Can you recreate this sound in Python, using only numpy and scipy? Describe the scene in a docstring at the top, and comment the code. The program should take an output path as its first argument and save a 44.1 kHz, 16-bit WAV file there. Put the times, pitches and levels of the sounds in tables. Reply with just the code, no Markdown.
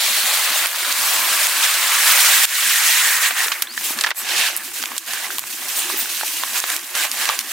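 """Outdoors, at a fire: sugar pours from a plastic packet into a steel pot of water.
Grains hiss on the heap, splash at its edge and ring the steel; bubbles plop and lumps tap.
The stream then breaks into spurts, with thin squeals, hand knocks and the snaps of buckling film.
Flames murmur underneath, a bird chirps once, and a limiter ducks after the sharpest snaps."""
import sys
import numpy as np
from scipy import signal
from scipy.io import wavfile
from scipy.ndimage import uniform_filter1d, minimum_filter1d

SR = 44100
rng = np.random.default_rng(int(sys.argv[2]) if len(sys.argv) > 2 else 0)


def transcribe(signal):
    """Save signal, clipped to [-1, 1], as a 16-bit WAV file at the path in sys.argv[1]."""
    frames = np.atleast_2d(signal).T
    limited = np.clip(frames, -1, 1)
    pcm = np.round(limited * 32767).astype(np.int16)
    wavfile.write(sys.argv[1], SR, pcm)


N = 331795
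TIME_S = np.arange(N) / SR
TOP_HZ = 15950

# Stereo width. Each row: frequency in Hz, left-right correlation.
CORRELATION = [(60, 0.6), (500, 0.95), (1400, 0.9), (3200, 0.63), (6500, 0.55), (8000, 0.88), (16000, 0.88)]
# Balance under the full stream, then during shaking. Each row: frequency in Hz, left minus right in dB.
LEAN_EARLY = [(60, -1.0), (120, 0.0), (240, -0.5), (480, 0.0), (950, 0.5), (1890, 0), (3770, -1.5),
              (7520, 1.5), (15000, 0)]
LEAN_SHAKING = [(60, -1.0), (120, 4), (240, 2), (480, 1), (950, 0), (1890, 0), (3770, -2.5), (7520, 1.5),
                (15000, 1.5)]
# Balance drift. Each row: time in seconds, share of LEAN_SHAKING, added left minus right in dB.
LEAN_DRIFT = [(0, 0, 0), (2.6, 0, -1.2), (3.8, 1, -1), (5.2, 1, -2.5), (5.8, 1, -1.7), (6.7, 1, -2)]
# Level of the low murmur, including the whole sound's brief dropout near 4.14 s.
# Each row: time in seconds, level in dB before trim.
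MURMUR_LEVEL = [(0, -68), (1.2, -48.5), (2.6, -67), (3.15, -93), (3.45, -43), (3.65, -54), (4.08, -44.5),
                (4.14, -68), (4.24, -45.5), (4.55, -48.5), (4.7, -51.5), (4.95, -47), (5.05, -58),
                (5.3, -47), (5.8, -47), (5.93, -39.5), (6.06, -50), (6.85, -55.5), (7.5, -51.5)]
# Fire spectrum. Each row: frequency in Hz, relative density in dB.
FLAME_SPECTRUM = [(25, -44), (100, -15), (175, -9.5), (228, 3.5), (280, 2.5), (352, 13), (430, 1.5),
                  (700, -51), (2000, -64)]
# Bird call. Each row: time in seconds, pitch in Hz, level in dB.
BIRD_CHIRP = [(3.671, 3300, -27), (3.681, 4050, -41), (3.705, 4480, -35), (3.733, 5100, -38),
              (3.752, 5250, -50), (3.768, 4750, -40)]
# Whistles in the hiss. Each row: start in seconds, length in seconds, pitch in Hz, level in dB.
THIN_SQUEALS = [(4.156, 0.084, 7970, -34), (4.158, 0.048, 11600, -33), (4.16, 0.073, 12660, -35),
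                (5.722, 0.14, 9150, -30), (5.757, 0.053, 14910, -26), (5.953, 0.13, 8700, -36),
                (5.954, 0.1, 9200, -36), (5.947, .1, 13500, -30), (5.965, 0.094, 14830, -31),
                (5.956, 0.068, 15400, -27.5)]
# Hand on the packet. Each row: start in seconds, level in dB, pitch in Hz.
HAND_KNOCKS = [(3.461, -32, 444), (3.905, -29, 302), (3.965, -33, 280), (4.82, -34.5, 277),
               (5.94, -28, 350)]
# Lumps hitting the pot. Each row: start in seconds, level in dB, pitch in Hz, decay in seconds.
LUMP_TAPS = [(3.777, -9.5, 1760, 0.0021), (3.9073, -21.5, 850, .0015), (3.9892, -17, 1750, 0.0024),
             (4.046, -5.5, 1740, 0.0029), (4.106, -13, 1930, 0.0033), (4.9182, -18.5, 1100, 0.0014),
             (5.244, -17, 2000, .004), (5.3043, -14, 1504, 0.0012), (5.3852, -22.5, 1120, 0.0018),
             (5.8995, -14, 1120, 0.00098), (6.058, -19, 1560, .0015), (6.211, -13, 1480, 0.001),
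             (6.233, -15, 866, 0.0034), (6.4355, -15.5, 1064, 0.0028), (6.6403, -17.5, 684, 0.0012),
             (6.7011, -15.5, 1520, .002), (7.2912, -11.5, 970, 0.0016), (7.298, -7.5, 1150, .003)]
# Loudest snaps of packet and fire. Each row: start in seconds, level in dB, centre in Hz,
# decay in seconds.
LOUD_SNAPS = [(.6593, -3, 4500, 0.001), (.6705, 0, 9450, 0.00025), (.7602, -5, 6000, .0005),
              (.9259, 0, 5000, .0003), (1.4695, 0.5, 6170, 0.00063), (2.454, 21.5, 8100, 0.00025),
              (3.308, -8, 1560, 0.0057), (3.4827, -7, 2600, 0.002), (3.518, -5.5, 2340, 0.013),
              (3.622, -1.5, 6000, 0.0037), (3.6239, -12.5, 2700, 0.0045), (3.9885, -7.5, 2470, 0.0022),
              (4.0105, -2, 3630, 0.0039), (4.0382, -5, 2660, 0.0032), (4.0435, -6, 1860, 0.0024),
              (4.0635, -9, 2200, 0.0025), (4.068, -8.5, 1730, 0.0075), (4.089, -14, 1620, 0.0052),
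              (4.1052, -12, 2360, 0.0025), (4.1135, -7, 1510, 0.0048), (4.5652, 1.5, 15000, 0.0005),
              (4.573, -8, 15000, .005), (4.826, -9.5, 3345, 0.0028), (4.838, -10, 1670, 0.0011),
              (4.8573, -9, 3600, 0.0014), (4.9662, -13, 5000, 0.00035), (4.98, 8, 8074, 0.0003),
              (4.9837, 3, 9300, .00015), (5.1349, -6.5, 4000, 0.0014), (5.384, -4, 7000, 0.00082),
              (5.3938, 4, 8600, 0.00015), (5.4395, -14, 1590, 0.00071), (6.4357, -6, 1730, 0.001),
              (6.6022, 1.5, 10000, 0.00057), (6.64, -5.5, 1900, 0.0008), (6.701, -5.5, 3750, 0.0017),
              (6.7646, -5, 7000, 0.0013), (6.952, -7, 3511, .0016), (7.051, -11, 3060, 0.00088),
              (7.1151, -5, 4470, 0.0014), (7.2553, -1, 3680, 0.0017), (7.2906, -1.5, 2300, 0.0011),
              (7.2976, -11, 2004, 0.0018), (7.391, 4.5, 6040, 0.00057)]
# Note of the steel. Each row: time in seconds, pitch in Hz, level in dB re the splash, rms waver in Hz.
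POT_NOTE = [(0, 1710, -20, 43), (1.6, 1650, -10, 50), (2.3, 1800, -24, 40), (2.9, 1865, -7.5, 20),
            (3.4, 1850, -5.5, 15), (3.7, 1780, -16, 60), (4.2, 1670, -5, 88), (7.5, 1620, -11.5, 57)]
# Pour progress. Each row: time in seconds, stage (0 first grains, 1 on water, 2 on heap, 3 trickle).
POUR_STAGE = [(.45, 0.17), (.9, 0.69), (2.3, 1.66), (2.65, 2.06), (3.3, 1.94), (3.8, 2.37)]
# Stream spectra, one per stage. Each row: frequency in Hz, relative density in dB.
FIRST_SPECTRUM = [(300, -8), (420, -17), (700, -10), (1100, -6.5), (1800, -3.5), (3400, 0), (4350, 2),
                  (5000, -3.5), (8500, -2.5), (15000, -5)]
WATER_SPECTRUM = [(210, -49), (330, -8), (404, -24), (530, -12), (857, -8), (1070, -2), (1280, -4.5),
                  (1570, -2.5), (6030, -5.5), (8710, -2.5), (11400, -5.5), (15000, -5), (16000, -6.5)]
HEAP_SPECTRUM = [(300, -47), (440, -24), (603, -22.5), (1000, -12), (1600, -5.5), (1870, -3.5),
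                 (2150, -5.5), (2570, -7), (4090, -8.5), (4990, -10), (7950, -6.5), (11500, -9.5),
                 (16000, -9.5)]
TRICKLE_SPECTRUM = [(240, -59), (400, -3), (588, 1.5), (826, 9), (906, -6.5), (1110, 6), (1310, -9.5),
                    (1640, -3.5), (2120, -6), (2670, -1), (3420, -6.5), (15000, -3), (16000, -24)]
# Stream, heavy, then thin; the whole sound drops out briefly near 4.13 s.
# Each row: time in seconds, hiss in dB, splash in dB, hiss tilt in dB per octave.
STREAM_LEVELS = [(0, -18.5, -24.5, -1.5), (.33, -18, -24.5, -0.5), (.66, -20, -23.5, -0.5),
                 (.69, -24, -29, 0), (.85, -20.5, -26, -1.5), (1.07, -16.5, -23.5, -1),
                 (1.8, -17.5, -23.5, -2.5), (2.01, -15, -21.5, -1.5), (2.08, -12, -18.5, -1),
                 (2.27, -11.5, -18, -1.5), (2.62, -15.5, -22, -1.6), (2.97, -14, -22.5, -2.5),
                 (3.12, -16, -21, -1), (3.33, -26, -29, 0), (3.54, -25.5, -29, 2.5), (3.72, -38, -42.5, -1),
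                 (4.105, -30, -36, 1), (4.13, -59, -60, 3), (4.56, -27, -32, -3), (4.68, -30, -40.5, 0.5),
                 (4.92, -30, -38.5, -1), (5.5, -28, -37.5, 0.5), (5.88, -23, -32.5, -2),
                 (6.3, -25.5, -37, -1), (6.75, -21.5, -28.5, -1), (6.81, -28.5, -38.5, 0),
                 (7.52, -27.5, -33, -1.5)]
# One spurt per shake. Each row: start, length and swell in seconds, hiss in dB, splash in dB,
# hiss tilt in dB per octave.
SHAKE_SPURTS = [(1.582, 0.1, 0.098, -11.5, -21, -5.5), (1.884, 0.11, 0.061, -16.5, -24, -4.5),
                (3.192, 0.12, 0.049, -16, -21.5, -1.5), (3.341, 0.14, 0.036, -19.5, -23, -3.5),
                (3.744, 0.22, 0.11, -23, -34, 0), (3.918, 0.15, 0.06, -33, -33.5, -3),
                (4.139, 0.12, 0.054, -25.5, -39, 2), (4.178, 0.347, 0.2, -20, -26, -5.5),
                (4.733, 0.11, 0.03, -28.5, -37, -2), (5.065, 0.24, 0.02, -27, -31, -3.5),
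                (6.533, 0.089, 0.022, -21.5, -28.5, -1.5), (6.662, 0.091, 0.028, -35, -30, 5),
                (6.932, 0.16, 0.028, -21, -26, -3), (7.111, 0.26, 0.11, -22.5, -27, -3.5),
                (7.384, 0.039, 0.018, -18.5, -31, -2.5), (7.45, 0.13, 0.066, -22, -37, -1.5)]


def amp(db):
    """Decibels to gain."""
    return 10 ** (np.asarray(db) / 20)


def unit(x):
    """Scale to rms 1."""
    return x / np.sqrt(np.mean(x ** 2) + 1e-20)


def at_hz(rows, hz):
    """Interpolate a table over log frequency; returns a column."""
    row_hz, value = np.transpose(rows)
    return np.interp(np.log(hz + 1), np.log(row_hz + 1), value)[:, None]


def at_time(rows, t):
    """Interpolate each column of a table over time."""
    row_s, *columns = np.transpose(rows)
    return [np.interp(t, row_s, column) for column in columns]


def add(mix, start_s, sound):
    """Mix a sound in at start_s."""
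    part = mix[..., max(round(start_s * SR), 0):][..., :sound.shape[-1]]
    part += sound[..., :part.shape[-1]]


def band(x, low_hz, high_hz=None, order=2):
    """Causal band-pass; high-pass without high_hz."""
    if high_hz is None:
        return signal.sosfilt(signal.butter(order, low_hz, "high", fs=SR, output="sos"), x)
    high_hz = min(high_hz, TOP_HZ)
    edges_hz = [min(low_hz, high_hz / 2), high_hz]
    return signal.sosfilt(signal.butter(order, edges_hz, "band", fs=SR, output="sos"), x)


def stereo_spectra(mid_side, size=512):
    """Mid and side signals to left and right short-time spectra."""
    hz, t, (mid, side) = signal.stft(mid_side, SR, nperseg=size, noverlap=size - size // 4)
    correlation = np.clip(at_hz(CORRELATION, hz), 0, 1)
    side = side * np.sqrt((1 - correlation) / (1 + correlation))
    shaking, offset_db = at_time(LEAN_DRIFT, t)
    lean_db = at_hz(LEAN_EARLY, hz) * (1 - shaking) + at_hz(LEAN_SHAKING, hz) * shaking + offset_db
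    lean = amp(lean_db / 2)
    return hz, t, np.array([(mid + side) * lean, (mid - side) / lean])


def waveform(spectra, size=512):
    """Short-time spectra to N stereo samples."""
    return signal.istft(spectra, SR, nperseg=size, noverlap=size - size // 4)[1][:, :N]


def shaped(spectra, colour, level_db, size=512):
    """White spectra to a waveform of given colour and level."""
    colour = colour / np.sqrt(np.mean(colour ** 2, axis=0))
    return waveform(spectra * colour * amp(level_db), size)


def wander(shape, widths):
    """Smooth random drift, rms 1."""
    drift = rng.standard_normal(shape)
    for axis, width in enumerate(widths):
        drift = uniform_filter1d(uniform_filter1d(drift, width, axis), width, axis)
    return unit(drift)


def impacts(per_s, spread_db):
    """Two white trains of tiny impacts; power 1 at any rate."""
    chance = np.clip(per_s / SR, 1e-4, 1)
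    sizes = amp(spread_db * np.minimum(rng.exponential(1, (2, N)), 5)) * rng.standard_normal((2, N))
    return unit(sizes * (rng.random((2, N)) < chance) / np.sqrt(chance))


def flames(flutter_db=4, patchy_db=5.5, trim_db=-2):
    """Fire under the pot: a low murmur of soft puffs."""
    hz, t, spectra = stereo_spectra(rng.standard_normal((2, N)), size=2048)
    puffs_db = patchy_db * wander(spectra.shape[1:], widths=(3, 3))
    colour = amp(at_hz(FLAME_SPECTRUM, hz) + puffs_db)
    murmur = shaped(spectra, colour, flutter_db * wander(t.shape, widths=(3,)), size=2048)
    return murmur * amp(at_time(MURMUR_LEVEL, TIME_S)[0] + trim_db)


def bird(waver=0.015):
    """One near-sine whistle sliding upward."""
    t = np.arange(BIRD_CHIRP[0][0], BIRD_CHIRP[-1][0], 1 / SR)
    hz, db = at_time(BIRD_CHIRP, t)
    cycles = np.cumsum(hz * (1 + waver * wander(t.shape, widths=(40,)))) / SR
    out = np.zeros(N)
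    add(out, t[0], amp(db) * unit(np.sin(2 * np.pi * cycles)))
    return out


def squeals(width_hz=260):
    """Narrow, fuzzy whistles swell and fade."""
    out = np.zeros(N)
    pole = np.exp(-np.pi * width_hz / SR)
    for start_s, length_s, hz, db in THIN_SQUEALS:
        t = np.arange(int(length_s * SR)) / SR
        fuzz = signal.lfilter([1], [1, -pole], rng.standard_normal((len(t), 2)) @ [1, 1j])
        whistle = (fuzz * np.exp(2j * np.pi * hz * t)).real
        add(out, start_s, amp(db) * unit(whistle * np.hanning(len(t))))
    return out


def knocks(peak_s=0.0022, low_hz=130):
    """The hand knocks the packet: a few dull, low cycles."""
    out, t = np.zeros(N), np.arange(SR // 8) / SR
    envelope = t / peak_s * np.exp(1 - t / peak_s)
    for start_s, db, hz in HAND_KNOCKS:
        add(out, start_s, amp(db) * np.sin(2 * np.pi * hz * t) * envelope)
    return band(out, low_hz)


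def plops(per_s=20, max_db=-41, range_db=13, centre_hz=290, span_oct=0.86, peak_s=0.013, heap_db=-4):
    """Large bubbles ring soft, dull notes, weaker while sugar lands on the heap."""
    out, t = np.zeros(N), np.arange(SR // 8) / SR
    envelope = (t / peak_s * np.exp(1 - t / peak_s)) ** 2
    for when, softness, pitch in rng.random((int(per_s * TIME_S[-1]), 3)):
        start_s = when * TIME_S[-1]
        on_heap = max(1 - abs(at_time(POUR_STAGE, start_s)[0] - 2), 0)
        hz = centre_hz * 2 ** (span_oct * (pitch - 0.5))
        db = max_db - range_db * softness + heap_db * on_heap
        add(out, start_s, amp(db) * np.sin(2 * np.pi * hz * t) * envelope)
    return band(out, low_hz=190)


def taps(rise_s=0.00011, overtone_ratio=1.78, overtone_db=-11,
         grit_db=-15, grit_s=0.0056, tail_db=-25, tail_s=0.023):
    """Lumps hit the pot: a hollow note and overtone, then scattering grit."""
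    out, t = np.zeros((2, N)), np.arange(3000) / SR
    attack = 1 - np.exp(-t / rise_s)
    scatter = amp(grit_db) * np.exp(-t / grit_s) + amp(tail_db) * np.exp(-t / tail_s)
    for start_s, db, hz, decay_s in LUMP_TAPS:
        envelope = np.exp(-t / decay_s)
        fundamental = envelope * np.sin(2 * np.pi * hz * t)
        overtone = amp(overtone_db) * envelope ** 2 * np.sin(2 * np.pi * hz * overtone_ratio * t)
        note = band((fundamental + overtone) * attack, hz / 2)
        grit = unit(band(rng.standard_normal((2, len(t))), hz * 0.8, hz * 3))
        add(out, start_s, amp(db) * (note / abs(note).max() + grit * scatter))
    return out


def snap(hz, decay_s, width=3.1, ring=1.28, hollow_hz=1700, tail_db=-25, tail_s=0.011,
         side_gain=0.45, thump_db=-32, thin_hz=27000):
    """Film buckles: spike, noise burst, a few pitched cycles, faint tail and low thump."""
    t = np.arange(2000) / SR
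    envelope = np.exp(-t / decay_s)
    mid, side = rng.standard_normal((2, len(t))) * (envelope + amp(tail_db) * np.exp(-t / tail_s))
    mid[0] = 2.6  # opening spike
    burst = np.array([mid + side_gain * side, mid - side_gain * side])
    edge_ratio = 1 + width * np.sqrt(hz / TOP_HZ)
    low_hz = max(hz / edge_ratio, hz * hz / thin_hz)  # tiny folds: top treble only
    crack = band(burst, low_hz, hz * edge_ratio)
    thump = amp(thump_db) * band(burst, 46, 1500, order=1)
    tone = band(envelope * np.exp(-t * hz / 9) * np.sin(2 * np.pi * hz * t), hz / 2, hz * 2)
    tone_gain = ring / (1 + (hz / hollow_hz) ** 2)  # large folds ring, small ones crack
    sound = (crack + thump) / abs(crack).max() + tone_gain * tone
    return sound / abs(sound.mean(axis=0)).max()


def crackles(small_per_s=24, small_re_hiss_db=-0.5, scatter_db=2.5, fold_range_hz=(1500, 6000)):
    """Loud snaps of packet and fire; small ones join as the packet runs empty."""
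    out = np.zeros((2, N))
    for start_s, db, hz, decay_s in LOUD_SNAPS:
        add(out, start_s, amp(db) * snap(hz, decay_s))
    folds = [snap(hz, decay_s=0.0029) for hz in np.geomspace(*fold_range_hz, 12)]
    emptying_s = POUR_STAGE[-2][0]
    span_s = TIME_S[-1] - emptying_s
    when, size, picks = rng.random((int(small_per_s * span_s), 3)).T
    starts_s = emptying_s + when * span_s
    levels_db = pour(starts_s)[0] + small_re_hiss_db + scatter_db * np.minimum(-np.log(size), 3)
    for start_s, db, pick in zip(starts_s, levels_db, picks):
        add(out, start_s, amp(db) * folds[int(pick * len(folds))])
    return out


def pour(t, fade_s=0.045):
    """Stream plus spurts, summed in power: hiss dB, splash dB, hiss tilt in dB per octave."""
    hiss_db, splash_db, tilt_db_oct = at_time(STREAM_LEVELS, t)
    hiss_power, splash_power = amp(hiss_db) ** 2, amp(splash_db) ** 2
    weighted_tilt = hiss_power * tilt_db_oct
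    for start_s, length_s, swell_s, hiss_db, splash_db, tilt_db_oct in SHAKE_SPURTS:
        rise = (t - start_s) / swell_s
        fall = (start_s + length_s - t) / min(fade_s, length_s / 2)
        gate = np.clip(np.minimum(rise, fall), 0, 1)
        spurt_power = (gate * amp(hiss_db)) ** 2
        hiss_power += spurt_power
        splash_power += (gate * amp(splash_db)) ** 2
        weighted_tilt += spurt_power * tilt_db_oct
    return 10 * np.log10(hiss_power), 10 * np.log10(splash_power), weighted_tilt / hiss_power


def stream_colour(hz, t):
    """The spectrum glides from stage to stage of the pour."""
    stage, = at_time(POUR_STAGE, t)
    tables = [FIRST_SPECTRUM, WATER_SPECTRUM, HEAP_SPECTRUM, TRICKLE_SPECTRUM]
    return amp(sum(at_hz(rows, hz) * np.maximum(1 - abs(stage - k), 0) for k, rows in enumerate(tables)))


def clumps(per_s, tail_s, share):
    """Stream gain: each clump lands at once and scatters; heavy flow evens them out."""
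    chance = np.clip(per_s / SR, 1e-5, 1)
    hits = (rng.random(N) < chance) * np.minimum(rng.exponential(1, N), 3) / chance
    pole = np.exp(-1 / (tail_s * SR))
    return np.sqrt(1 - share + share * signal.lfilter([1 - pole], [1, -pole], hits))


def pot_ring(pings_per_s=600, spread_db=-2.5, width_hz=70):
    """Single grains ring the steel; the note drifts and wavers as sugar settles."""
    hz, re_splash_db, waver_hz = at_time(POT_NOTE, TIME_S)
    hz = hz + waver_hz * wander((N,), widths=(500,))
    carrier = np.exp(2j * np.pi * np.cumsum(hz) / SR)
    pole = np.exp(-np.pi * width_hz / SR)
    strikes = impacts(pings_per_s, spread_db)
    ring = (carrier * signal.lfilter([1], [1, -pole], strikes / carrier + 1e-18)).real
    _, _, spectra = stereo_spectra(band(ring, hz.min() / 2, hz.max() * 2))
    return amp(pour(TIME_S)[1] + re_splash_db) * unit(waveform(spectra))


def splash(split_hz=2500, low_hz=440, drops_per_s=9000, spread_db=1.5, patchy_db=2.0):
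    """Clumps plunge into water; tiny bubbles lift narrow patches of the midrange."""
    flow = unit(amp(pour(TIME_S)[1]))
    hz, t, spectra = stereo_spectra(impacts(drops_per_s * flow, spread_db))
    low_pass = 1 / np.sqrt(1 + (hz[:, None] / split_hz) ** 8)
    bubbles = amp(patchy_db * wander(spectra.shape[1:], widths=(2, 6)))
    water = shaped(spectra, stream_colour(hz, t) * low_pass * bubbles, pour(t)[1])
    return band(water * clumps(per_s=260 * flow, tail_s=0.081, share=0.47), low_hz, order=8)


def hiss(split_hz=2500, low_hz=430, grains_per_s=45000, spread_db=-0.7, patchy_db=1.5):
    """Dry grains tick on heap and packet; heavier flow, denser ticks."""
    flow = unit(amp(pour(TIME_S)[0]))
    hz, t, spectra = stereo_spectra(impacts(grains_per_s * flow, spread_db))
    level_db, _, tilt_db_oct = pour(t)
    high_pass = 1 / np.sqrt(1 + (split_hz / (hz[:, None] + 1)) ** 8)
    tilt = amp(np.log2(np.maximum(hz[:, None], split_hz) / split_hz) * tilt_db_oct)
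    patches = amp(patchy_db * wander(spectra.shape[1:], widths=(8, 4)))
    grains = shaped(spectra, stream_colour(hz, t) * high_pass * tilt * patches, level_db)
    return band(grains * clumps(per_s=150 * flow, tail_s=0.026, share=0.6), low_hz, order=8)


def scene(right_bias_db=3.0):
    """Close, open air, no room tail; snaps and taps sit slightly right."""
    hits = (crackles() + taps()) * amp([[-right_bias_db / 2], [right_bias_db / 2]])
    sugar = hiss() + splash() + pot_ring() + plops()
    return sugar + flames() + hits + knocks() + squeals() + bird()


def record(dry, release_s=0.13):
    """A limiter catches peaks over full scale and slowly recovers; a low-pass follows."""
    cut = 1 - 1 / np.maximum(abs(dry).max(axis=0), 1)
    release = TIME_S / release_s
    held_cut = np.exp(np.maximum.accumulate(np.log(cut + 1e-9) + release) - release)
    gain = uniform_filter1d(minimum_filter1d(1 - held_cut, size=41), size=41)
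    low_pass = signal.firwin(511, TOP_HZ, window=("kaiser", 9), fs=SR)
    return signal.oaconvolve(dry * gain, low_pass[None], "same")


dry = scene()
out = record(dry)
transcribe(out)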